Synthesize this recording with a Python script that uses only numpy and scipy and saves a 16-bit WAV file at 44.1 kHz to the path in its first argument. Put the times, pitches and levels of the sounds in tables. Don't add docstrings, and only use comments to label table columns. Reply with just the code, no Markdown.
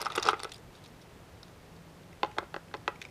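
import sys
import numpy as np
from scipy import signal
from scipy.fft import rfft, irfft
from scipy.io import wavfile

SR = 44100
rng = np.random.default_rng(int(sys.argv[2]) if len(sys.argv) > 2 else 0)


def wav_record(signal):
    frames = np.transpose(np.atleast_2d(signal))
    bounded = np.clip(frames, -1, 1)
    quanta = np.round(bounded * 32767).astype(np.int16)
    wavfile.write(sys.argv[1], SR, quanta)


def invert_db(level):
    return 10 ** (np.asarray(level, dtype=float) / 20)


N = 136710

# (frequency [Hz], level struck at the corner [dB], level struck in the middle [dB],
# decay t60 [s])
PANEL_MODES = [(355.4, -7.5, -4, 0.048), (438.5, -0.5, -7.5, 0.042), (540, -14, -4.5, 0.041),
               (578, -8, 1.5, 0.016), (836, -4.5, 0, 0.057), (1042, -18, -7, 0.052),
               (1136, -6.5, 4.5, 0.0088), (1278, 9.5, 2, 0.019), (1554, -3, 3, 0.014),
               (2012, -5.5, -4.5, 0.036), (2586, -5, -5, 0.024), (3035, -5, -4.5, 0.0095),
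               (3460, -7, -5, 0.017), (4300, -45, -2.5, 0.013)]
# (frequency [Hz], level [dB])
STEEL_MODES = [(1500, 12.5), (2150, 12), (2550, 8.5), (2900, -1.5), (3650, 8), (4400, -0.5), (5150, 6.5),
               (5600, -1.5), (6500, -2.5), (7700, -12), (9100, -4.5), (9900, -18), (11200, -15.5),
               (13000, -17)]
STEEL_T60_S = 0.013
PANEL_SPLIT, STEEL_SPLIT = 0.045, 0.057
RISE_S = 0.00058
PANEL_EDGE_HZ, STEEL_EDGE_HZ = 126, 190


def decay(t, t60):
    return np.exp(-np.log(1000) * t / t60)


def rms_one(x):
    return x / np.sqrt(np.mean(x ** 2) + 1e-20)


def peak_one(x):
    return x / np.abs(x).max()


def band(x, low_hz, high_hz):
    return signal.sosfilt(signal.butter(2, [low_hz, high_hz], "band", fs=SR, output="sos"), x)


def above(x, edge_hz):
    return signal.sosfilt(signal.butter(4, edge_hz, "high", fs=SR, output="sos"), x)


def add(out, s, db, sound):
    i = max(int(s * SR), 0)
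    part = sound[:N - i]
    out[i:i + len(part)] += part * invert_db(db) / np.abs(sound).max()


def ringing(hz, db, t60, split, rise_s, size):
    t = np.arange(size)[:, None] / SR
    count = len(hz)
    hz = np.tile(hz, 3) * (1 + split * rng.uniform(-1, 1, 3 * count))
    db = np.tile(db, 3) + 4 * rng.standard_normal(3 * count)
    cycles = np.arange(count) / 2 + rng.random(count) / 4
    envelope = decay(t, np.maximum(np.tile(t60, 3), 1e-3)) * (1 - np.exp(-t / rise_s))
    sines = np.sin(2 * np.pi * (hz * t + np.tile(cycles, 3)))
    return (invert_db(db) * sines * envelope).sum(axis=1)


def click(size, t60, low_hz):
    burst = rng.standard_normal(size) * decay(np.arange(size) / SR, t60)
    return band(burst, low_hz, 6500)


def contact(length_s, count):
    when, size = rng.random(count), rng.uniform(-2.11, 1, count)
    out = np.zeros(SR // 50)
    out[0] = 1
    place = np.clip((when * length_s * SR).astype(int), 0, len(out) - 1)
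    np.add.at(out, place, size * (1 - when / 2))
    return out


def knocks(table, column):
    out, modes = np.zeros(N), np.array(PANEL_MODES)
    hz, t60 = modes[:, 0], modes[:, -1]
    size = SR // 14
    soft = signal.butter(1, 5140, fs=SR)
    for s, db, bass_db, treble_db, *middle_db in table:
        level = modes[:, column] + bass_db * (hz < 700) + treble_db * (hz > 1700)
        level = level + sum(middle_db) * (hz > 1100) * (hz < 1700)
        body = ringing(hz, level, t60, PANEL_SPLIT, RISE_S, size)
        snap = ringing(hz, level - 1.5, t60 * 0.11, 2 * PANEL_SPLIT, RISE_S, size)
        body = signal.lfilter(*soft, body + snap)
        crack = signal.lfilter(*soft, band(rng.standard_normal(size), 2200, 5730))
        crack = invert_db(-12.5) * crack * decay(np.arange(size) / SR, 0.026)
        crack = crack + invert_db(-22) * click(size, 0.0068, low_hz=2500)
        add(out, s, db, above(peak_one(body) + invert_db(treble_db) * crack, PANEL_EDGE_HZ))
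    return out


def panel_knocks():
    # (time [s], peak level [dB], extra bass [dB], extra treble [dB])
    corner = [(.015, -23, 1.5, 6.5), (.010, -32, -18, 1), (.026, -29, -3, -9), (.058, -23, -15, 0.5),
              (.0655, -17, -21, -2.5), (.075, -28, -7, -5), (.103, -28.5, 0, -9), (.121, -33, -1, 18),
              (.130, -35, -10, 18), (.152, -25, -13, 7), (.156, -28.5, -7, -9), (.165, -31, -11, -7),
              (.1775, -16.5, 6.5, -1), (.181, -13.5, 5, 3.5), (.198, -29.5, 5, -14), (.229, -30, -13, -3),
              (.241, -32, -2, -11), (.247, -28, 0, -11), (.253, -25, 7, -12), (.2635, -17, -2, -12),
              (.270, -32, 27, 9), (.278, -23, 9.5, -17), (.287, -6.5, -16.5, -22), (.294, -14.5, -1, -0.5),
              (.300, -21, -2, -1), (.308, -39, 13, 4), (.317, -42, 11, -4), (.331, -17, -4, -6),
              (.340, -24.5, -18, 0), (.400, -29, -8, -1), (.433, -28.5, -1, -2), (.445, -26.5, 8.5, 5),
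              (.451, -25.5, -1, -4), (.476, -45, 4, 2)]
    # (time [s], peak level [dB], extra bass [dB], extra treble [dB], extra 1.1-1.7 kHz [dB])
    middle = [(2.2315, -13, -2.5, -3.5, -10), (2.246, -25, 1, -3, 0), (2.261, -39, 8, 6, -13),
              (2.367, -38, 10, -4, -4), (2.377, -30.5, -16, -27, -23), (2.3838, -14.5, 2.5, 3.5, 3.5),
              (2.422, -41.5, 8, -10, -19), (2.428, -33, 5, -10, -10), (2.440, -41, -7, -2, -5),
              (2.542, -23.5, -1.5, -2, 3.5), (2.563, -23, 1.5, -2.5, -2), (2.713, -44.5, -10, 5, 14),
              (2.740, -24.5, -2, 0, 0.5), (2.747, -30.5, 10.5, 4.5, -1), (2.878, -15, 0, 0, 3)]
    return knocks(corner, column=1) + knocks(middle, column=2)


def ticks(table):
    out = np.zeros(N)
    hz, base_db = np.transpose(STEEL_MODES)
    for s, db, favour_hz, top_db in table:
        far = (np.log2(hz / favour_hz) / 0.41) ** 2
        far = np.minimum(far, 1 + 2 * (hz < favour_hz))
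        level = base_db - 8.5 * far + top_db * (hz > 7000)
        body = ringing(hz, level, STEEL_T60_S + 0 * hz, STEEL_SPLIT, RISE_S / 2, size=SR // 40)
        body = peak_one(body) + invert_db(-2) * click(len(body), 0.0032, low_hz=870)
        rubbed = signal.fftconvolve(body, contact(length_s=0.003, count=10))
        add(out, s, db, above(rubbed, STEEL_EDGE_HZ))
    return out


def screw_ticks():
    # (time [s], peak level [dB], favoured pitch [Hz], extra level above 7 kHz [dB])
    turning = [(.005, -35, 5400, -5), (.010, -38, 5500, -9), (.016, -23, 5300, 17), (.023, -32, 4750, 18),
               (.049, -33, 5200, 5), (.057, -29.5, 5770, -16), (.066, -35, 5100, 6), (.083, -48, 9350, 9),
               (.101, -33.5, 3710, -3), (.120, -31.5, 3700, 15.5), (.138, -49, 4450, -5),
               (.152, -29.5, 5400, 2), (.157, -24, 3600, 19), (.162, -31, 3350, 21), (.177, -25, 2740, -4),
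               (.191, -35, 3600, -8), (.197, -28, 4700, -3), (.226, -22.5, 3700, -15),
               (.230, -21, 7140, -13), (.237, -32, 4300, -8), (.253, -27, 4500, -7), (.263, -31, 4500, 0),
               (.269, -30, 3700, -2), (.272, -25.5, 5240, -8), (.2865, -18.5, 2880, 4),
               (.296, -34, 4200, -8), (.308, -33, 3820, 16), (.315, -51, 3700, -10), (.367, -52, 5500, -11),
               (.394, -33.5, 3250, 4), (.4005, -34.5, 4340, -6)]
    loose = [(.4326, -25, 4900, 13), (.4444, -31.5, 3380, 13), (.494, -39.5, 4580, 4),
             (.5183, -32, 3950, 7.5), (.523, -37, 4000, 0), (.536, -41, 3580, 20),
             (.5430, -36.5, 4300, 11.5), (.556, -42.5, 3780, 4), (.5627, -43.5, 4440, 18),
             (.580, -47, 7800, -2), (.7298, -61, 3300, -5), (.7522, -46, 4000, -5), (.761, -54, 7900, 4),
             (.775, -51, 3350, -5), (.839, -46, 3830, 16), (.849, -43.5, 3830, 4), (.859, -41, 4570, 5),
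             (.865, -50, 4830, -8), (.8764, -51, 7240, 6), (.884, -57, 6000, 0), (.911, -59, 3400, 0),
             (1.015, -50, 4500, 3), (1.021, -50, 5000, 3), (1.026, -56, 3820, 9),
             (1.4304, -35.5, 4360, -14), (1.4815, -47.5, 3830, -1), (1.7634, -48.5, 4400, -5)]
    second = [(2.034, -58.5, 4000, -5), (2.128, -46.5, 2230, -15), (2.313, -44.5, 2660, -8),
              (2.328, -56, 3500, -8), (2.3842, -46, 4140, 22.5), (2.683, -50.5, 2400, -8),
              (2.767, -46, 4430, -8), (2.957, -45, 2150, -8), (3.004, -57, 7100, -10),
              (3.016, -30, 2570, -15), (3.0234, -35, 2780, -14), (3.020, -39, 2400, -10),
              (3.0395, -41, 2630, -7), (3.0505, -33, 2500, -14), (3.059, -47, 2200, 0),
              (3.068, -55, 2300, -10), (3.087, -49, 2390, -10)]
    return ticks(turning) + ticks(loose) + ticks(second)


def chatter():
    # (time [s], level [dB])
    turning = [(0, -43.5), (.03, -48), (.045, -54), (.06, -41.5), (.092, -60), (.105, -46.5), (.145, -53.5),
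               (.16, -44), (.174, -46.5), (.19, -51), (.22, -48.5), (.235, -49.5), (0.273, -32.5),
               (0.283, -38), (.30, -35.5), (.326, -57), (.46, -55), (0.52, -64)]
    # (time [s], length [s], level [dB])
    scuffs = [(.0, 0.077, -54), (0.151, 0.065, -50), (0.229, .1, -47), (0.38, 0.075, -60),
              (0.506, 0.076, -54), (.72, 0.077, -57), (0.827, 0.045, -54), (1.007, 0.023, -57),
              (1.42, .08, -63), (2.988, 0.067, -57)]
    slips_per_s, spots = 3600, 4
    t = np.arange(N) / SR
    gain = invert_db(np.interp(t, *np.transpose(turning), right=-120))
    rub = np.zeros(N)
    for s, length, db in scuffs:
        rub += invert_db(db) * np.sqrt(np.clip(1 - ((t - s) / length * 2 - 1) ** 2, 0, 1))
    modes = np.array(PANEL_MODES)
    hz, steel_db = np.transpose(STEEL_MODES[2:11])
    size = SR // 40
    out = np.zeros(N)
    for spot in range(spots):
        panel_db = modes[:, 1 + spot % 2]
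        panel = ringing(modes[:, 0], panel_db, modes[:, -1] * 0.17, 2 * PANEL_SPLIT, RISE_S, size)
        steel = ringing(hz, steel_db, STEEL_T60_S / 2 + 0 * hz, 2 * STEEL_SPLIT, RISE_S / 2, size)
        for body, body_db, force in ((panel, 5.5, gain), (steel, -4, gain + rub)):
            slips = rng.random(N) < slips_per_s / spots / SR
            slips = slips * invert_db(1.75 * rng.exponential(1, N)) * rng.choice([-1, 1], N)
            loudness = np.sqrt(slips_per_s / SR * 4 * np.sum(body ** 2))
            out += invert_db(body_db) * signal.fftconvolve(slips * force, body)[:N] / loudness
    return above(out, PANEL_EDGE_HZ)


def room(x):
    t60_s, gap_s, level_db = 0.25, 0.00053, -21.5
    t = np.arange(SR // 2) / SR
    tail = band(rng.standard_normal(len(t)), 410, 2900) * decay(t, t60_s)
    tail = tail * np.clip(t / gap_s - 1, 0, 1)
    return invert_db(level_db) * signal.fftconvolve(x, tail / np.sqrt(np.sum(tail ** 2)))[:N]


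def room_tone():
    # (frequency [Hz], level per Hz [dB])
    air = [(15, -39), (25, -10), (49, -7.5), (138, -6), (170, -8), (306, -11), (422, -10), (3650, -27),
           (14600, -39.5)]
    # (frequency [Hz], width [Hz], level [dB])
    hums = [
        (98.5, 64, -60.5),
        (166.8, 16, -66.5),
    ]
    # (time [s], level [dB])
    swell = [(1.3, 0), (1.72, 7), (1.83, 8), (1.92, 4), (2.02, 12.5), (2.15, 5.5)]
    hz, db = np.transpose(air)
    f = np.maximum(np.arange(N // 2 + 1) * SR / N, 1)
    shape = invert_db(np.interp(np.log(f), np.log(hz), db)) * np.minimum(f / hz[0], 1) ** 2
    out = invert_db(-54) * rms_one(irfft(rfft(rng.standard_normal(N)) * shape, N))
    for hum_hz, width_hz, hum_db in hums:
        swell_db = np.interp(np.arange(N) / SR, *np.transpose(swell)) * (hum_hz > 130)
        hum = band(rng.standard_normal(N), hum_hz - width_hz / 2, hum_hz + width_hz / 2)
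        out = out + invert_db(hum_db + swell_db) * rms_one(hum)
    return out


def scene():
    work = panel_knocks() + screw_ticks() + chatter()
    return (work + room(work) + room_tone())[None]


def top_cut(x):
    return signal.sosfilt(signal.butter(12, 15720, fs=SR, output="sos"), x)


def record(dry):
    mix = signal.sosfilt(signal.cheby2(14, 20, 15250, fs=SR, output="sos"), dry)
    return top_cut(mix)


dry = scene()
out = record(dry)
wav_record(out)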